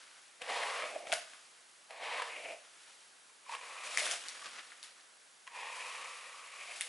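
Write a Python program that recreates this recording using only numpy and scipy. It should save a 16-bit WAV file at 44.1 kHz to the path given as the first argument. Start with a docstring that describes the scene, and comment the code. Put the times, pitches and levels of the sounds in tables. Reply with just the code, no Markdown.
"""A quiet bedroom, a small stereo camera close to long dry hair: four strokes of a cushioned plastic brush.
At 0.5 s and 2 s the pins land and rasp over the scalp, catching and ringing the hollow cushion.
From 3.5 s they comb the lengths; strands hiss as they slip free and the brush clacks clear near 4 s.
The free hand smooths the hair, then a long last stroke runs from 5.5 s to a clack at 6.8 s.
A faint, steady hiss lies under it all."""
import sys
import numpy as np
from scipy import signal
from scipy.fft import rfft, irfft
from scipy.io import wavfile

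SR = 44100
rng = np.random.default_rng(int(sys.argv[2]) if len(sys.argv) > 2 else 0)


def wav_out(sig):
    """Save sig, one row per channel (or a flat mono array), as 16-bit PCM at SR to the path in sys.argv[1]."""
    wavfile.write(sys.argv[1], SR, np.round(np.clip(np.atleast_2d(sig).T, -1, 1) * 32767).astype(np.int16))


N = 303661
TIME = np.arange(N) / SR

# pins pulled over the scalp: start_s, length_s, level_db, swell_db_per_s, rest_before_s, hiss_offset_db
SCALP_STROKES = [(0.5, 0.29, -39.5, -4.5, 0.083, -9.5), (2.023, 0.18, -43.5, 11.5, 0.12, -32)]
# pins drawn down a taut lock: start_s, length_s, level_db, swell_db_per_s, start_hz, hiss_offset_db
COMB_STROKES = [(3.515, 0.032, -49, 20, 1020, -2), (3.622, 0.36, -51.5, 4, 1060, -2.5),
                (5.563, 0.522, -47, -2, 974, -7.5), (6.113, 0.625, -52, -9, 1170, -2.5)]
# hanging hair tugs at the cushion: start_s, length_s, level_db, swell_db_per_s, pin_offset_db
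CUSHION_TUGS = [(0.874, 0.14, -43.5, -36, -1.5), (1.079, 0.055, -46, 97, -9.5), (2.359, 0.17, -51, 12, 8.5),
                (3.689, 0.26, -57.5, 3, -11), (3.962, 0.17, -48, -7, -4), (6.57, 0.203, -66.5, 42, 17.5)]
COMB_FADES_S, TUG_FADES_S = (0.072, 0.11), (0.11, 0.08)  # attack, release


def scalp_rasp(start_hz=710, rise_hz_per_s=1700):
    """Pin tips chatter over the scalp: a full, low rasp whose resonance climbs as the brush slides."""
    # spectrum of the rasp: frequency_hz, gain_db
    spectrum = [(100, -52), (250, -33.5), (350, -26.5), (450, -3.5), (680, -0.5), (850, -8.5), (1100, -1),
                (1380, -8.5), (1900, -0.5), (2500, -3), (3200, -7.5), (4200, -11.5), (6500, -21.5),
                (11000, -23.5)]
    gap_hz = climb([(s, length_s, start_hz) for s, length_s, *_ in SCALP_STROKES], rise_hz_per_s)
    slips = friction(slips_per_s=7000, spread_db=1.5, catch_hz=85, catch_db=1.3)
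    gap_slips = friction(slips_per_s=6000, spread_db=3, catch_hz=70, catch_db=1.6)
    gap = ring(gap_slips, gap_hz, width_hz=420)
    rasp = unit_rms(colour(slips, spectrum) + undb(1) * gap, (800, 2000))
    return rasp * scalp_drag(SCALP_STROKES) * undb(-1)


def combing(rise_hz_per_s=290, top_hz=1138):
    """Taut hair runs between the pins; the air gap under the brush resonates and shifts as it travels."""
    # spectrum of hair on the pins: frequency_hz, gain_db
    spectrum = [(120, -37), (340, -30.5), (480, -6), (640, -9.5), (900, -10.5), (1430, -16.5), (1850, -2),
                (2150, -3.5), (2450, 2), (3000, -9), (4500, -18.5), (11000, -57)]
    sweeps = [(s, length_s, hz) for s, length_s, _, _, hz, _ in COMB_STROKES]
    gap_hz = np.minimum(climb(sweeps, rise_hz_per_s), top_hz)
    slips = friction(slips_per_s=5000, spread_db=2, catch_hz=150, catch_db=1.5)
    gap_slips = friction(slips_per_s=2700, spread_db=5, catch_hz=49, catch_db=0)
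    gap = ring(gap_slips, gap_hz, width_hz=330)
    rasp = unit_rms(colour(slips, spectrum) + undb(2) * gap, (850, 1300))
    return rasp * gesture(COMB_STROKES, *COMB_FADES_S) * undb(-3.5)


def cushion(slack_hz=612, rise_hz_per_s=280, pin_hz=2380, pin_fade_db_per_s=58):
    """Off the head, tugged pins ring and boom in the hollow cushion, whose pitch rises with the pull."""
    cushion_hz = climb([(s, length_s, slack_hz) for s, length_s, *_ in CUSHION_TUGS], rise_hz_per_s)
    pull = gesture(CUSHION_TUGS, *TUG_FADES_S)
    # the pins ring less as the hair tightens round them
    pin_tugs = [(s, length_s, db + pin_db, swell - pin_fade_db_per_s)
                for s, length_s, db, swell, pin_db in CUSHION_TUGS]
    slips = friction(slips_per_s=2200, spread_db=3, catch_hz=70, catch_db=3.5)
    boom = unit_rms(ring(slips, cushion_hz, width_hz=250), (480, 760))
    pins = unit_rms(ring(slips, pin_hz, width_hz=750), (2200, 2800))
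    return undb(-3.5) * boom * pull + undb(-5) * pins * gesture(pin_tugs, *TUG_FADES_S)


def scratchy_thumps(ring_s=0.0063, scratch_s=0.0039, rise_s=0.0012):
    """Short scratchy thumps: pins landing, catching or letting go, and a crackle under the hand."""
    # brief contacts: start_s, level_db, pitch_hz, scratch_db
    contacts = [(0.419, -45, 496, -0.5), (0.822, -37, 1275, -3), (0.961, -28.5, 636, -35),
                (1.070, -43, 610, 0), (1.125, -28.5, 690, -2.5), (1.907, -47, 666, 0),
                (2.197, -32, 1020, -11), (2.22, -33, 980, -2.5), (2.52, -40, 643, -12),
                (3.298, -58, 1040, -4), (3.464, -49, 1040, -19), (3.493, -36.5, 937, -10.5),
                (3.523, -37, 890, -9), (3.536, -34.5, 1093, -9.5), (3.55, -38, 1105, -2),
                (4.425, -43, 1160, -20), (5.469, -55.5, 1000, 3.5), (5.476, -44.5, 1050, -0.5)]
    # spectrum of the scratch: frequency_hz, gain_db
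    spectrum = [(60, -45), (200, -31), (500, -1.5), (1400, 8), (2200, 9.5), (3200, 3), (6000, -9),
                (11000, -8.5)]
    out, t = np.zeros(N), TIME[:4096]
    for s, db, hz, scratch_db in contacts:
        flex = np.sin(2 * np.pi * hz * t) * np.exp(-t / ring_s) * (1 - np.exp(-t / rise_s))
        thump = np.gradient(flex, t) / (2 * np.pi * hz)
        scratch = colour(rng.standard_normal(len(t)) * np.exp(-t / scratch_s), spectrum)
        add(out, s, undb(db) * (1.44 * thump + undb(scratch_db + 4.5) * scratch))
    return out


def rebounds(hits, scatter_octaves=0.44):
    """Each hit becomes a knock and two weaker rebounds, which ring at scattered pitches."""
    knocks = []
    for s, db, hz, treble_db, gap_s, rebound_db in hits:
        for k in range(3):
            octaves = scatter_octaves * rng.standard_normal() * (k > 0)
            knocks.append((s + k * gap_s, db + k * rebound_db, hz * 2 ** octaves, treble_db))
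    return knocks


def clacks(tick_s=0.00076, shell_s=0.0009, damping=0.61):
    """Hard plastic is knocked as the brush snaps free or is handled: a sharp tick, a very short ring."""
    # hits on the shell: start_s, level_db, pitch_hz, treble_db, rebound_gap_s, rebound_step_db
    hits = [(0.4183, -32, 2130, -2, 0.004, -5), (1.1196, -24, 2830, -16, 0.003, -20),
            (1.1255, -19, 2440, -2, 0.0057, -5), (1.1382, -23, 4570, 8, 0.004, -15),
            (1.335, -41.5, 1840, -12, 0.0089, -6), (3.9737, -16, 1970, -2.5, 0.009, -8.5),
            (3.993, -24, 2190, 4, 0.006, -1), (4.0564, -26, 2500, 1, 0.0093, -1.5),
            (4.1124, -21.5, 2430, 10, 0.006, -3.5), (4.2843, -29, 4330, 2.5, 0.0062, -5.5),
            (4.5871, -37.5, 1750, -9, 0.004, -2), (4.719, -41.5, 1620, -19, 0.005, -5),
            (4.829, -35.5, 3700, 4, 0.0075, -2), (6.8096, -21.5, 2660, 3.5, 0.0055, -5)]
    # spectrum of the tick: frequency_hz, gain_db
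    spectrum = [(60, -34), (250, -28), (700, -16), (2000, 5), (7000, 12), (11000, 14.5)]
    out, t = np.zeros(N), TIME[:2048]
    for s, db, hz, treble_db in rebounds(hits):
        shell_noise, tick_noise = rng.standard_normal((2, len(t)))
        shell = ring(shell_noise * np.exp(-t / shell_s), hz, width_hz=damping * hz)
        tick = colour(tick_noise * np.exp(-t / tick_s), spectrum)
        clack = shell / np.linalg.norm(shell) + undb(treble_db) * tick / np.linalg.norm(tick)
        add(out, s, undb(db + 14.5) * clack / np.linalg.norm(clack))
    return out


def strands():
    """Dry strands rub and slip off the pins: a fine, bright crackle in every stroke and as hair falls."""
    # spectrum of the strands: frequency_hz, gain_db
    spectrum = [(100, -40), (300, -21.5), (500, -2.5), (900, -2), (1300, 1.5), (2200, 4), (3000, 4),
                (4000, 1), (7000, -1), (11000, -2.5)]
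    # loose hair slides and falls: start_s, length_s, level_db, swell_db_per_s
    swishes = [(0.0, 0.25, -62.5, -10), (1.25, 0.13, -59, -10), (2.26, 0.12, -54.5, -16),
               (2.86, 0.059, -60, -26), (4.22, 0.24, -52.5, -3), (5.8, 0.19, -52.5, -5),
               (6.68, 0.15, -51.5, 22)]
    # brief bright hiss, hair ends flicking free or a sleeve crinkling:
    # start_s, length_s, level_db, swell_db_per_s
    bursts = [(1.128, 0.021, -42, -60), (3.84, 0.12, -48.5, 33), (3.98, 0.17, -38.5, -15.5),
              (4.26, 0.07, -57, 2), (4.835, 0.014, -53.5, -53)]
    slips = friction(slips_per_s=12000, spread_db=2.5, catch_hz=160, catch_db=0.98)
    hiss = unit_rms(colour(slips, spectrum), (5000, 11000))
    motions = [scalp_drag(at_hiss_level(SCALP_STROKES)),
               gesture(at_hiss_level(COMB_STROKES), *COMB_FADES_S),
               gesture(CUSHION_TUGS, *TUG_FADES_S) * undb(-8.5),
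               gesture(swishes, attack_s=0.35, release_s=0.65),
               gesture(bursts, attack_s=0.017, release_s=0.089)]
    return hiss * np.linalg.norm(motions, axis=0) * undb(-4)


def palm():
    """The free hand and its sleeve rustle as they smooth the hair."""
    # passes of the hand: start_s, length_s, level_db, swell_db_per_s
    passes = [(0.0, 0.18, -57.5, -1), (1.22, 0.11, -54.5, -7), (2.64, 0.4, -62.5, -13),
              (3.295, 0.015, -62.5, 0), (4.22, 0.34, -49, 10), (4.72, 0.36, -57.5, -16)]
    # spectrum of the rustle: frequency_hz, gain_db
    spectrum = [(100, -28.5), (300, -11.5), (900, -7.5), (1200, 1.5), (1800, 0), (3000, -4.5), (4800, -7.5),
                (7000, -12.5), (11000, -34)]
    slips = friction(slips_per_s=4000, spread_db=4, catch_hz=80, catch_db=3.5)
    rustle = unit_rms(colour(slips, spectrum), (1100, 3000))
    return rustle * gesture(passes, attack_s=0.08, release_s=0.19) * undb(-7.5)


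def bumps(push_s=0.00076):
    """Soft, low thuds of the brush against the body: one short push each."""
    # contacts with head, hand or shoulder: start_s, level_db
    contacts = [(0.42, -60.5), (1.07, -61), (1.124, -53), (3.971, -61)]
    # spectrum of the thud: frequency_hz, gain_db
    spectrum = [(25, -20), (50, -14), (85, -4.5), (160, -2), (300, 1), (800, -37), (3000, -29)]
    out = np.zeros(N)
    thud = colour(np.exp(-TIME[:4096] / push_s), spectrum)
    for s, db in contacts:
        add(out, s, undb(db) * thud / np.abs(thud).max())
    return out


def bedroom(x, t60_s=0.35, onset_s=0.006):
    """The short, soft reverberation of a furnished room."""
    t = TIME[:SR // 2]
    tail = rng.standard_normal(len(t)) * np.exp(-np.log(1000) * t / t60_s) * (1 - np.exp(-t / onset_s))
    return signal.oaconvolve(x, tail / np.linalg.norm(tail))[:N]


def room_tone():
    """A faint, steady hiss reaches the microphone from all sides."""
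    # spectrum of the hiss: frequency_hz, gain_db
    spectrum = [(25, -16), (60, -19.5), (150, -7), (300, -2), (600, 4.5), (1000, 4.5), (1450, 7), (2400, 4),
                (4000, 3.5), (11000, 2.5)]
    # its stereo width: frequency_hz, side_to_mid_db
    width = [(100, -14), (500, -1.5), (1200, -1.5), (2500, -4.5), (5000, -13.5), (9000, -44)]
    mid, side = (unit_rms(colour(rng.standard_normal(N), spectrum), (100, 11000)) for _ in range(2))
    side = colour(side, width)
    return np.array([undb(-62.5) * (mid + side), undb(-61.9) * (mid - side)])


def friction(slips_per_s, spread_db, catch_hz, catch_db):
    """Tiny slips of unequal size, swelling and sinking as the strands catch and let go."""
    slips = (rng.random(N) < slips_per_s / SR) * rng.choice([-1, 1], N)
    sizes = undb(spread_db * np.minimum(rng.exponential(size=N), 4))
    catching = wander(catch_hz) + .5 * wander(catch_hz / 5)
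    return slips * sizes * undb(catch_db * catching)


def wander(rate_hz):
    """A random drift with a spread near 1, turning rate_hz times a second."""
    return 1.2 * np.interp(TIME * rate_hz, np.arange(N // 20), rng.standard_normal(N // 20))


def gesture(rows, attack_s, release_s):
    """Gain of hand movements that rise, swell steadily and die away; attack and release span 20 dB."""
    t = TIME[::32]
    power = np.zeros(len(t))
    for s, length_s, db, swell_db_per_s, *_ in rows:
        held_s = np.clip(t - s, 0, length_s)
        fade = np.maximum(s - t, 0) / attack_s + np.maximum(t - s - length_s, 0) / release_s
        power += undb(db + swell_db_per_s * held_s - 20 * np.minimum(fade, 10)) ** 2
    return np.interp(TIME, t, np.sqrt(power))


def scalp_drag(rows, landing_s=0.017, light_contact_db=-11):
    """Gain of pins that land and rest lightly on the head before the pull begins."""
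    resting = [(s - rest_s, rest_s, db + light_contact_db, 0) for s, _, db, _, rest_s, _ in rows]
    return np.hypot(gesture(resting, landing_s, landing_s), gesture(rows, attack_s=0.048, release_s=0.18))


def at_hiss_level(rows):
    """The same strokes at the level of their strand hiss, offset by the last column."""
    return [(s, length_s, db + rest[-1], *rest) for s, length_s, db, *rest in rows]


def climb(rows, rise_hz_per_s):
    """A pitch that starts afresh with each movement (start_s, length_s, start_hz) and rises steadily."""
    points = [(s + t, hz + rise_hz_per_s * t) for s, length_s, hz in rows for t in (0, length_s)]
    return np.interp(TIME, *np.transpose(sorted(points)))


def ring(x, hz, width_hz):
    """A steep-sided resonance whose centre may move: shift it to 0 Hz, smooth twice, shift back."""
    turn = np.exp(2j * np.pi * np.cumsum(hz * np.ones(len(x))) / SR)
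    pole = np.exp(-np.pi * width_hz / SR)
    smooth = signal.lfilter([(1 - pole) ** 2], np.poly([pole, pole]), x / turn)
    # a small body radiates little below its resonance
    return signal.lfilter(*signal.butter(2, np.mean(hz) / 2, "high", fs=SR), 2 * np.real(smooth * turn))


def colour(x, points, size=2048):
    """Minimum-phase filter through (frequency_hz, gain_db) points, joined on a log-frequency axis."""
    hz, db = np.transpose(points)
    bins_hz = np.fft.rfftfreq(size, 1 / SR)
    gain = undb(np.interp(np.log(bins_hz + 1), np.log(hz), db))
    cepstrum = irfft(np.log(gain))
    cepstrum[1:size // 2] *= 2
    cepstrum[size // 2 + 1:] = 0
    return signal.oaconvolve(x, irfft(np.exp(rfft(cepstrum))))[:len(x)]


def undb(db):
    """Decibels to gain."""
    return 10 ** (np.asarray(db) / 20)


def unit_rms(x, band_hz):
    """Scale to rms 1 inside a band."""
    return x / np.std(signal.sosfilt(signal.butter(4, band_hz, "band", fs=SR, output="sos"), x))


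def add(track, s, sound):
    """Mix a short sound in at time s."""
    start = int(s * SR)
    track[start:start + len(sound)] += sound[:N - start]


def mic_pair(x, width, scatter_s=0.0098):
    """Two close microphone ports hear nearly the same; near reflections set them slightly apart."""
    t = TIME[:4096]
    scatter = rfft(rng.standard_normal(len(t)) * np.exp(-t / scatter_s))
    reflections = colour(irfft(scatter / np.abs(scatter)), width)
    side = signal.oaconvolve(x, reflections)[:N]
    return np.array([x + side, x - side])


def lean(pair, points):
    """Tilt the balance of a stereo pair by (frequency_hz, left_minus_right_db) points."""
    return np.array([colour(x, [(hz, sign * db / 2) for hz, db in points])
                     for x, sign in zip(pair, (1, -1))])


def scene():
    """Close brushing and clacks in the bedroom, a little off the microphone's axis, over room tone."""
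    # stereo width of the brush at the head: frequency_hz, side_to_mid_db
    brush_width = [(300, -13), (1100, -21.5), (2200, -70), (4000, -33), (9000, -17)]
    # stereo width of loose hair, sleeve and reverberation: frequency_hz, side_to_mid_db
    loose_width = [(100, -10.5), (1200, -9.5), (2500, -13), (4500, -10.5), (6800, -19.5), (9000, -29.5)]
    # stereo width of the hard shell: frequency_hz, side_to_mid_db
    shell_width = [(500, -9), (1200, -16), (2400, -15.5), (4500, -6), (7000, -9), (9000, -40)]
    # the shell beams its clicks unevenly: frequency_hz, left_minus_right_db
    shell_balance = [(1000, 0.51), (2400, 2.4), (4500, 2.1), (8000, 0.58)]
    # off-axis balance at the microphone: frequency_hz, left_minus_right_db
    mic_balance = [(100, 0), (600, -1.5), (1350, -0.6), (2300, 1.5), (5000, 1.4), (9000, 0.16)]
    brush = scalp_rasp() + combing() + cushion() + scratchy_thumps() + bumps()
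    loose = strands() + palm()
    clicks = clacks()
    room = bedroom(undb(-9.5) * brush + undb(-13.5) * loose + undb(-6) * clicks)
    beamed = lean(mic_pair(clicks, shell_width, scatter_s=0.002), shell_balance)
    at_mic = mic_pair(brush, brush_width) + mic_pair(loose + room, loose_width) + beamed
    return lean(at_mic, mic_balance) + room_tone()


def record(dry, low_hz=55, top_hz=11020):
    """The camera cuts the deep bass and the top octave."""
    thin = signal.sosfilt(signal.butter(2, low_hz, "high", fs=SR, output="sos"), dry)
    return signal.sosfilt(signal.ellip(12, .2, 70, top_hz, fs=SR, output="sos"), thin)


dry = scene()
out = record(dry)
wav_out(out)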